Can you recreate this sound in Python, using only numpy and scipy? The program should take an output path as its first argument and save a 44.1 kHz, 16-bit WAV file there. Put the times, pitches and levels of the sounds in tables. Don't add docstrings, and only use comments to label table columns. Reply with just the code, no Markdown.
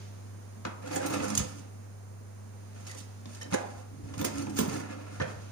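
import sys
import numpy as np
from scipy import signal
from scipy.fft import rfft, irfft, next_fast_len
from scipy.io import wavfile
from scipy.ndimage import uniform_filter1d

SR = 44100
rng = np.random.default_rng(int(sys.argv[2]) if len(sys.argv) > 2 else 0)


def invert_db(x):
    u = np.asarray(x, float) / 20
    return 10 ** u


def pcm_store(signal):
    levels = np.round(np.clip(np.atleast_2d(signal), -1, 1) * 32767)
    wavfile.write(sys.argv[1], SR, levels.astype(np.int16).T)


N = 242991
LONG = next_fast_len(N + 4096)
HZ = np.fft.rfftfreq(LONG, 1 / SR)

# (time [s], level [dB])
HUM_LEVEL = [(0, -44.5), (.5, -46), (3.2, -46), (3.8, -47), (5, -46), (5.51, -44)]
# (multiple of the hum [1], level [dB])
HUM_OVERTONES = [(2, -33), (3, -42), (4, -23.5), (5, -24), (7, -64)]
# (frequency [Hz], level per Hz [dB])
AIR_COLOUR = [(30, 19), (70, -14), (130, -5), (225, 8.5), (280, -1), (480, -2.5), (800, -7.5), (1500, -13),
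              (3300, -24), (6000, -22), (10000, -17.5), (12500, -19.5), (16000, -20)]
# (time [s], distance [m])
POT_DISTANCE = [(0, 0.39), (0.35, 0.91), (1.6, 0.59), (2.1, 1.6), (2.8, 0.57), (4.5, 0.92), (5.1, 0.59),
                (5.51, 0.5)]
# (time [s], peak [dB], rise [s])
RUMBLE_SWELLS = [(0.0, -59, 0.015), (0.67, -59, 0.036), (1.1, -52, 0.035), (1.23, -45.5, 0.045),
                 (1.41, -36.5, 0.034), (3.27, -70, .04), (3.61, -66, 0.052), (3.77, -57, .03),
                 (3.93, -53, 0.028), (4.04, -46.5, 0.017), (4.21, -49, 0.14), (4.38, -50, 0.027),
                 (4.6, -51, 0.14), (5.225, -42.5, .025), (5.362, -54, 0.061)]
# (frequency [Hz], t60 [s])
ROOM_T60 = [(100, 0.52), (700, 0.74), (2500, 0.4), (7000, 0.25), (15000, 0.41)]
# (frequency [Hz], level [dB])
ROOM_COLOUR = [(100, -8), (300, -11), (800, 1), (2000, -1.5), (6000, -2), (15000, -15)]

# (frequency [Hz], level [dB], t60 [s])
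CABINET = [(113, -35, 0.039), (151, -2, 0.22), (170.4, 1, 0.14), (209.3, -3, 0.18), (228, -6, 0.057),
           (275.5, 1.5, 0.09), (312.2, 0.5, 0.08), (375, -3, 0.029), (439, 0.5, 0.11)]
# (frequency [Hz], level [dB], t60 [s])
TRAY = [(523, 4.5, 0.088), (620, 13, 0.021), (720, 2, 0.05), (858, 4.5, 0.019), (932, -0.5, 0.029),
        (1020, 1, 0.021), (1141, -2.5, 0.02), (1285, -1, 0.014), (1410, -4, 0.033), (1690, -5.5, 0.045),
        (2056, -4.5, 0.078), (2177, -13, 0.049)]
# (frequency [Hz], level [dB], t60 [s])
UTENSILS = [(2800, -33, 0.0075), (3400, 3, 0.019), (4000, -34, 0.0077), (4990, -2, 0.011), (6650, 4, 0.012),
            (7820, 17, 0.015), (9144, 9, 0.023), (11050, -42, 0.011)]
# (frequency [Hz], level [dB], t60 [s])
SPOON = [(1820, 3.5, 0.079), (2090, -21, 0.053), (3070, -4, 0.04), (3900, 5, 0.043), (5540, 5, 0.063)]
# (low edge [Hz], high edge [Hz], level [dB], t60 [s], likeness at the ports [0-1])
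CRACKS = [
    (2545, 13700, 16.5, 0.076, 0.01),
    (330.5, 2480, 17, 0.023, 0.07),
    (114, 490, 17.5, 0.06, 0.97),
]
# (time [s], free cavity [0-1])
OPENING = [(0.83, 0.66), (0.96, 0), (1.36, 0.93), (3.9, 0.49), (4.1, 0.65), (4.53, 0.55), (4.58, 0.63),
           (5.04, 0.3), (5.2, 0.98)]

# (time [s], peak [dB], frequency [Hz], t60 [s])
RINGS = [(0.650, -36, 1148, 0.048), (0.651, -39, 1557, .09), (0.66, -48, 1330, .2), (0.665, -52, 724, 0.18),
         (0.70, -52, 1400, 0.091), (0.915, -36, 513, .12), (0.93, -38, 2040, .1), (0.96, -33, 793, .08),
         (0.962, -34, 533, .15), (.985, -35, 590, .1), (1.0, -31, 530, 0.18), (1.005, -41, 1570, 0.073),
         (1.022, -33, 513, .12), (1.045, -36, 301, .09), (1.11, -33, 311, .1), (1.06, -41, 807, .08),
         (1.138, -40, 1277, 0.08), (1.352, -35, 6700, 0.025), (1.376, -34, 6810, 0.04),
         (1.385, -46, 6350, .15), (1.39, -44, 7000, 0.14), (3.256, -40, 230, 0.41), (3.558, -35, 700, 0.15),
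         (3.54, -35, 505, .05), (3.541, -34.5, 1690, .06), (3.541, -35.5, 2060, .07),
         (5.200, -37.5, 1180, 0.049), (5.203, -36, 1744, .06), (5.208, -40, 1310, 0.05),
         (5.209, -38, 1587, 0.046), (5.209, -30, 436, 0.081), (5.225, -41, 1580, .06),
         (5.23, -39.5, 648, .2), (0.84, -40.5, 500, 0.17), (1.15, -42, 1216, 0.25), (1.29, -36, 507, .06),
         (1.41, -39, 506, .25), (2.895, -44.5, 1950, .12), (3.411, -41, 1820, .07),
         (3.417, -43, 3090, 0.05), (3.42, -45, 474, 0.16), (3.445, -46, 570, .1), (3.61, -37.5, 720, 0.16),
         (3.61, -51, 960, 0.17), (4.137, -49, 1046, .06), (4.247, -38, 2020, 0.034), (4.255, -36, 546, .08),
         (4.595, -42, 1367, 0.13), (4.59, -29.5, 420, .08), (5.201, -36, 610, .06), (5.204, -37, 1960, .06),
         (5.222, -41, 1745, .06), (5.215, -44, 2420, .08),
         (3.523, -30, 190, .04), (3.5395, -21, 230, .03), (3.5455, -24, 330, .03), (3.543, -30, 1550, .02),
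         (3.64, -38, 800, .06), (4.5875, -23, 330, .025), (4.5975, -17.5, 175, .04), (4.610, -21, 220, .04),
         (4.632, -23, 240, .05), (4.66, -29, 330, .05), (4.678, -28, 190, .05), (4.753, -30, 310, .05),
         (4.176, -32, 120, .05), (4.221, -29, 170, .03), (4.268, -31, 350, .04), (4.395, -30, 160, .03),
         (4.468, -31, 300, .06), (1.387, -26, 170, .04), (1.403, -24, 190, .04), (.909, -32, 300, .1),
         (.965, -34, 800, .05), (1.008, -36, 1570, .03), (1.012, -32, 330, .05), (3.541, -27, 400, .04),
         (4.59, -27, 380, .05), (4.612, -29, 360, .05), (4.42, -33, 330, .05), (5.203, -32, 1800, .03),
         (5.211, -32, 1550, .04), (5.206, -45, 5900, .03), (3.2565, -50, 3650, .012),
         (3.2565, -54, 5400, .01), (3.2565, -40, 600, .012), (3.417, -50, 5800, .03),
         (3.429, -44, 6500, .015), (3.442, -48, 4900, .015), (1.3755, -22, 6500, .02),
         (1.351, -32, 9000, .015), (1.30, -39, 8900, .03), (4.247, -27, 9000, .025),
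         (4.248, -36, 7000, .02)]
# (start [s], length [s], utensils [dB], tray [dB], cabinet [dB])
STROKES = [(0.81, 0.05, -62, -51, -48), (0.85, 0.05, -53, -48, -46), (0.905, 0.09, -44, -41, -35),
           (1.0, 0.05, -48, -39, -36), (1.05, 0.06, -45, -41, -36), (1.11, 0.24, -44, -41, -33.5),
           (2.74, 0.05, -61, -62, -74), (2.79, 0.08, -56.5, -62, -68), (3.25, 0.18, -55.5, -59, -60),
           (3.42, 0.052, -64, -67, -48.5), (3.5, 0.02, -49, -50, -50), (3.9, 0.11, -70, -86, -45),
           (4.03, 0.2, -61, -59.5, -42.5), (4.33, 0.39, -52, -51.5, -35), (4.555, 0.036, -35, -40.5, -42),
           (5.1, 0.2, -57.5, -53, -50)]
# (start [s], length [s], utensils [dB], tray [dB], cabinet [dB])
SETTLES = [
    (1.385, 0.2, -43, -50, -39),
    (2.86, 0.053, -46, -55, -70),
    (2.95, 0.06, -47, -57.5, -52),
    (3.58, 0.22, -53, -52.5, -56),
    (4.18, 0.29, -44, -44.5, -33),
    (4.61, 0.2, -41.5, -42, -29.5),
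    (4.82, 0.28, -54.5, -45.5, -37),
    (5.25, 0.47, -57, -56, -48),
]
# (time [s], utensils peak [dB], tray peak [dB], cabinet peak [dB], loudest frequency [Hz])
KNOCKS = [(0.6507, -34, -28, -38, 1200), (0.666, -46, -38.5, -38.5, 1330), (0.9115, -45, -38, -50, 533),
          (1.3978, -42, -34, -31.5, 1630), (3.256, -44, -47, -43, 620), (3.524, -37, -33, -35, 1290),
          (3.5321, -29, -31, -35, 740), (3.5396, -22, -23.5, -32, 770), (3.5449, -30, -38, -51, 1240),
          (4.0386, -63, -74, -46.5, 452), (4.089, -57, -48, -46, 485), (4.1388, -42.5, -41.5, -62, 1040),
          (4.213, -31, -34, -38, 537), (4.468, -47, -41, -37.5, 487), (4.5877, -18.5, -26.5, -28, 466),
          (4.6016, -22.5, -31, -30, 424), (4.632, -43, -47, -33, 456), (5.1995, -40, -31, -35.5, 1110),
          (5.2143, -49, -30, -35, 424), (5.2194, -38, -32, -43, 1750), (5.278, -52, -40.5, -41.5, 1110)]
# (time [s], utensils peak [dB], drawer peak [dB], loudest frequency [Hz])
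CLICKS = [(1.3512, -20.5, -50, 6740), (1.3758, -13.5, -37, 6340), (2.9128, -34, -59, 5140),
          (2.9482, -37, -47, 5950), (3.4152, -38, -47.5, 5760), (3.4286, -36.5, -46, 3100),
          (4.1794, -32, -46, 4300), (4.2445, -25, -32, 6900), (4.2485, -18, -31, 8600),
          (4.225, -37, -44, 6500), (4.382, -31.5, -51, 2790), (4.611, -25, -46, 5400)]
# (time [s], utensils peak [dB], drawer peak [dB], loudest frequency [Hz])
SLIPS = [(0.8711, -38.5, -43, 6170), (0.9274, -35, -37.5, 2660), (0.957, -24, -32, 6900),
         (1.059, -27.5, -38, 6650), (1.0977, -31, -34.5, 2800), (1.1353, -30, -34.5, 6470),
         (1.1976, -50, -34, 2830), (1.2382, -30, -35, 7050), (1.2782, -31, -43, 5540),
         (1.2989, -27, -37, 5500), (2.7594, -60, -52.5, 2790), (2.8654, -40, -52, 5150),
         (2.8894, -39, -58, 4990), (2.9787, -38, -64, 5930), (2.9992, -40.5, -71, 4600),
         (3.3302, -46, -69, 3700), (3.345, -41, -58, 5000), (3.459, -56, -47, 3840),
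         (4.4151, -37, -52, 5200), (4.4929, -39, -52, 5400), (4.6896, -37, -45, 4760),
         (4.7294, -35, -42, 5900), (4.7596, -39, -42, 3460), (4.7989, -38, -42.5, 2770)]
# (time [s], peak [dB])
SPOON_TAPS = [
    (2.866, -41),
    (2.893, -54),
    (2.915, -40),
    (3.412, -39),
    (3.421, -35),
    (3.431, -49),
]
# (time [s], peak [dB], loudest frequency [Hz])
THUMPS = [
    (1.392, -34, 162),
    (3.524, -33, 179),
    (4.178, -40, 165),
    (4.596, -27, 148),
    (4.661, -49, 137),
    (4.721, -33, 135),
    (5.211, -28.5, 148),
]
# (time [s], peak above 11.5 kHz [dB])
SNAPS = [(0.9492, -28), (1.059, -33.5), (1.097, -45), (1.3764, -25), (4.198, -35), (4.211, -26),
         (4.245, -19), (4.548, -40), (4.563, -39), (4.576, -26), (4.588, -16), (4.6094, -26), (4.6294, -34),
         (4.65, -43), (4.675, -36), (4.705, -48), (4.765, -40), (.97, -36), (1.08, -33), (1.11, -40)]

# (frequency [Hz], level [dB])
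RIGHT_PORT = [(30, -32), (100, 0.5), (2500, 2), (3500, 0.5), (4300, 1.5), (5400, 2.5), (6500, 7.5),
              (8000, -4.5), (9200, 4), (11000, -5), (13500, -11), (14900, 0), (15400, -1)]
# (frequency [Hz], level [dB])
LEFT_MUFFLE = [(60, 3), (110, -1.5), (180, -4.5), (700, -2), (1300, -1), (4500, -2.5), (7500, -3.5),
               (9500, -13.5), (11000, -68), (15000, -67)]
# (frequency [Hz], level [dB])
TREBLE_END = [(15500, 0), (15650, -32), (16000, -44), (16600, -48), (16700, -90)]

HUM_HZ, HUM_WANDER_DB = 100.6, 0.5
AIR_DB, AIR_DB_PER_M, AIR_WANDER_DB, SIMMER_DB = -53.5, -1.5, 0.5, -74.5
SWELL_FALL_PER_RISE, RUMBLE_REST_DB = 0.98, -66.5
BOOM_SHUT_HZ, BOOM_OPEN_HZ = 296.6, 205.4
RING_RISE_S, RING_BEAT = 0.0016, 0.0137
KNOCK_CONTACT_S, CLICK_CONTACT_S, SLIP_CONTACT_S = 0.0036, 0.0032, 0.0099
CONTACT_RISE_S, SLIP_FIRST_HIT, BLOW_SPREAD_DB = 0.0022, 0.6, 2.8
CABINET_UNDER_TRAY_DB = -5.5
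KNOCK_TOP_HZ, KNOCK_DB_PER_OCTAVE, CLICK_LOW_SHARE = 6500, 7.0, 0.6
SNAP_T60_S, SNAP_TOP_HZ = 0.055, 19400
STROKE_ATTACK_S, STROKE_RELEASE_S = 0.014, 0.026
SETTLE_FADE_DB_S = (33, 28.5, 49)
AFTERSHAKE_DB, AFTERSHAKE_FADE_DB_S = (-17.5, -17, -14), (346, 230, 252)
TREMBLE_RISE_S = 0.02
ROLL_FOCUS_HZ = (520, 760, 1467)
GUST_DB = 3.5
RIGHT_LAG_S = 0.000703


def on_log(points, hz):
    f, value = np.transpose(points)
    return np.interp(np.log(hz + 1e-9), np.log(f), value)


def over_time(points, s):
    return np.interp(s, *np.transpose(points))


def unit(x):
    return x / np.sqrt(np.mean(x ** 2))


def band(x, lo_hz, hi_hz):
    edges = [lo_hz, min(hi_hz, 0.45 * SR)]
    return signal.sosfilt(signal.butter(2, edges, "bandpass", fs=SR, output="sos"), x)


def walk(rate):
    k = int(SR / rate)
    held = rng.standard_normal(N // 100)[np.arange(N) // k]
    return uniform_filter1d(uniform_filter1d(held, k), k)


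def port_noise(count, alike):
    shared, *own = rng.standard_normal((3, count))
    return np.sqrt(alike) * shared + np.sqrt(1 - alike) * np.array(own)


def contacts(count, share, scatter_db):
    u = rng.random((3, count))
    return (u[0] < share) * np.sign(u[1] - 0.5) * invert_db(-scatter_db * np.log(1 - u[2]))


def add(out, s, sound, peak_db):
    at = int(s * SR)
    out[:, at:at + sound.shape[1]] += sound * invert_db(peak_db) / np.abs(sound).max()


def hum():
    t = np.arange(N) / SR
    phase = 2 * np.pi * HUM_HZ * t
    overtones = sum(invert_db(db + 1.1 * walk(11.0)) * np.sin(k * phase + k) for k, db in HUM_OVERTONES)
    level = over_time(HUM_LEVEL, t) + HUM_WANDER_DB * walk(14)
    return np.sqrt(2) * invert_db(level) * (np.sin(phase) + overtones)


def air():
    alike = 1 / (1 + (HZ / 430) ** 4)
    shared, *own = rfft(rng.standard_normal((3, LONG)))
    spectrum = np.sqrt(alike) * shared + np.sqrt(1 - alike) * np.array(own)
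    noise = irfft(invert_db(on_log(AIR_COLOUR, HZ)) * spectrum, LONG)[:, :N]
    distance_m = over_time(POT_DISTANCE, np.arange(N) / SR)
    level = AIR_DB + AIR_DB_PER_M * distance_m + AIR_WANDER_DB * walk(3.38)
    return noise / np.sqrt(np.mean(band(noise, 190, 3000) ** 2)) * invert_db(level)


def simmer():
    fizz = band(rng.standard_normal((2, N)) + 0.35 * contacts(N, 0.012, 1.5), 1520, 5800)
    distance_m = over_time(POT_DISTANCE, np.arange(N) / SR)
    return unit(fizz) * invert_db(SIMMER_DB + 0.97 * walk(1.8)) / distance_m ** 2


def low_rumble():
    t = np.arange(N) / SR
    give = np.full(N, invert_db(RUMBLE_REST_DB))
    for s, db, rise in RUMBLE_SWELLS:
        width = np.where(t < s, rise, SWELL_FALL_PER_RISE * rise)
        give += invert_db(db) * np.exp(-((t - s) / width) ** 2)
    rumble = rng.standard_normal(N) + 0.73 * rng.standard_normal((2, N))
    return unit(band(band(rumble, 26, 121), 27, 129)) * invert_db(7.0) * give


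def room(x):
    t = np.arange(int(0.7 * SR)) / SR
    tail = 0
    for hz in 63 * 2.0 ** np.arange(9):
        alike = 1 / (1 + (hz / 600) ** 3)
        noise = band(port_noise(len(t), alike), hz / np.sqrt(2), hz * np.sqrt(2))
        decay_db = on_log(ROOM_COLOUR, hz) - 60 * t / on_log(ROOM_T60, hz)
        tail = tail + noise * invert_db(decay_db) * np.minimum(t / 0.0028, 1)
    return signal.fftconvolve(x, tail / 30, axes=1)[:, :N]


def ring(modes, crack, focus_hz, spread_db):
    lo_hz, hi_hz, crack_db, crack_t60, alike = crack
    if focus_hz:
        modes = [(f, db - 6.1 * abs(np.log2(f / focus_hz)), t60) for f, db, t60 in modes]
        modes = modes + [(focus_hz, 3.0, 12 / focus_hz ** 0.85)]
    hz, db, t60 = np.transpose(modes)[:, :, None]
    t = np.arange(int(40 * SR / lo_hz ** 1.2)) / SR
    chance = rng.standard_normal((3, len(modes), 1))
    strength = invert_db(db + spread_db * chance[0] - 60 * t / t60) * np.sign(chance[1])
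    tones = strength * np.sin(2 * np.pi * hz * (1 + 0.02 * chance[2]) * t)
    noise = port_noise(len(t), alike)
    noise[:, 0] = 5.0
    return tones.sum(0) + band(noise * invert_db(crack_db - 60 * t / crack_t60), lo_hz, hi_hz)


def bodies(focus_hz, boom_hz, spread_db):
    foci = (focus_hz * (focus_hz > 2500), focus_hz * (focus_hz <= 2500), boom_hz)
    return [ring(*part, spread_db) for part in zip((UTENSILS, TRAY, CABINET), CRACKS, foci)]


def boom_at(s):
    return BOOM_SHUT_HZ + (BOOM_OPEN_HZ - BOOM_SHUT_HZ) * over_time(OPENING, s)


def all_blows():
    rows = [(*row, KNOCK_CONTACT_S) for row in KNOCKS]
    for light, contact_s in ((CLICKS, CLICK_CONTACT_S), (SLIPS, SLIP_CONTACT_S)):
        for s, db, low_db, hz in light:
            rows.append((s, db, low_db, low_db + CABINET_UNDER_TRAY_DB, hz, contact_s))
    return rows


def efforts():
    t = np.arange(N) / SR
    power, jolts = np.full((3, N), 1e-12), np.zeros((3, N))
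    for rows, fade_db_s in ((STROKES, (0, 0, 0)), (SETTLES, SETTLE_FADE_DB_S)):
        fade = np.array(fade_db_s)[:, None]
        for s, length, *levels_db in rows:
            attack = np.clip((t - s) / STROKE_ATTACK_S, 0, 1)
            release = np.exp(-np.maximum(t - s - length, 0) / STROKE_RELEASE_S)
            level = invert_db(np.array(levels_db)[:, None] - fade * np.clip(t - s, 0, length))
            power += (level * attack * release) ** 2
    for s, *peaks_db, hz, contact_s in all_blows():
        jolts[:, int(s * SR)] += invert_db(np.add(peaks_db, AFTERSHAKE_DB)) ** 2
    trembling = [signal.lfilter([1], [1, -invert_db(-2 * fade / SR)], row)
                 for row, fade in zip(jolts, AFTERSHAKE_FADE_DB_S)]
    swelling = uniform_filter1d(trembling, int(TREMBLE_RISE_S * SR) + 1, axis=1)
    return 10 * np.log10(power + np.abs(swelling))


def rings():
    out, t = np.zeros((2, N + SR)), np.arange(SR // 3) / SR
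    for s, db, hz, t60 in RINGS:
        pair = np.sin(2 * np.pi * hz * t) + 0.23 * np.sin(2 * np.pi * hz * (1 + RING_BEAT) * t)
        envelope = invert_db(-60 * t / t60) * (1 - np.exp(-t / RING_RISE_S))
        add(out, s, (pair * envelope)[None], db)
    return out[:, :N]


def cavity_boom(effort_db):
    boom, boom_hz = np.zeros(N), boom_at(np.arange(N) / SR)
    bumps = unit(contacts(N, 0.01, 1.4)) * invert_db(effort_db - 1.5)
    near = np.array([invert_db(-16.0 * np.abs(np.log2(hz / boom_hz))) for hz, db, t60 in CABINET])
    near = near / np.sqrt(np.sum(near ** 2, axis=0))
    for (hz, db, t60), weight in zip(CABINET, near):
        pole = np.exp(2j * np.pi * hz / SR - np.log(1000) / (1.13 * t60 * SR))
        push = np.sqrt(2 - 2 * abs(pole) ** 2) * invert_db(db) * rng.choice([-1, 1])
        boom += signal.lfilter([push], [1, -pole], bumps * weight).imag
    return band(boom, 95, 520)


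def moves():
    out, efforts_db, gust = np.zeros((2, N)), efforts(), walk(60)
    for focus_hz in ROLL_FOCUS_HZ:
        for response, share, db in zip(bodies(focus_hz, 0, 3.8), (0.05, 0.03), efforts_db):
            ticks = contacts(N, share, 1.6) * invert_db(GUST_DB * gust + 1.8 * walk(27))
            size = np.sqrt(np.mean(ticks ** 2) * np.sum(response[0] ** 2))
            drive = (ticks * invert_db(db - 6.0))[None]
            out += signal.oaconvolve(drive, response, axes=1)[:, :N] / size
    return out + cavity_boom(efforts_db[2])


def spoon_thumps_and_snaps(out):
    for s, db in SPOON_TAPS:
        add(out, s, ring(SPOON, (1700, 9000, -8, 4.0, 1.0), 0, 1.7), db)
    for s, db, hz in THUMPS:
        add(out, s, ring(CABINET[:4], (150, 450, 3.4, 0.042, 0.36), hz, 1.1), db)
    t = np.arange(SR // 25) / SR
    envelope = invert_db(-60 * t / SNAP_T60_S) * np.minimum(t / 0.0028, 1)
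    for s, db in SNAPS:
        snap = band(rng.standard_normal((2, len(t))) * envelope, 10800, SNAP_TOP_HZ)
        add(out, s, band(snap, 11800, SNAP_TOP_HZ), db + 6.5)


def blows():
    out = np.zeros((2, N + SR))
    t = np.arange(SR // 25) / SR
    for s, *peaks_db, focus_hz, contact_s in all_blows():
        flurry = np.exp(-t / contact_s) * (1 - np.exp(-t / CONTACT_RISE_S))
        force = contacts(len(t), 0.05, 2.27) * flurry
        first_hit = SLIP_FIRST_HIT if contact_s == SLIP_CONTACT_S else 1
        force[0] = 2.73 * (0.0029 / contact_s) ** 2 * first_hit
        bright, *wood = bodies(focus_hz, boom_at(s + 0.026), BLOW_SPREAD_DB)
        if focus_hz > 2500:
            bright = band(bright, CLICK_LOW_SHARE * focus_hz, SR)
        else:
            top_hz = KNOCK_TOP_HZ * 2 ** ((peaks_db[0] + 30) / KNOCK_DB_PER_OCTAVE)
            bright = band(bright, 1500, max(top_hz, 5000))
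        for response, db, trim_db in zip((bright, *wood), peaks_db, (3.0, 7.0, 7.0)):
            add(out, s, signal.fftconvolve(force[None], response, axes=1), db + trim_db)
    spoon_thumps_and_snaps(out)
    return out[:, :N]


def scene():
    drawer = blows() + moves() + rings()
    background = hum() + air() + low_rumble() + simmer()
    return invert_db(-0.5) * drawer + invert_db(-4.5) * room(drawer) + background


def roll_off(x):
    return signal.sosfilt(signal.butter(12, 16650, fs=SR, output="sos"), x)


def record(dry):
    bright = invert_db(on_log(RIGHT_PORT, HZ) + on_log(TREBLE_END, HZ))
    left = bright * invert_db(on_log(LEFT_MUFFLE, HZ))
    right = bright * np.exp(-2j * np.pi * HZ * RIGHT_LAG_S - 0.15j)
    mix = irfft(rfft(dry, LONG) * np.array([left, right]), LONG)[:, :N]
    return roll_off(mix)


dry = scene()
out = record(dry)
pcm_store(out)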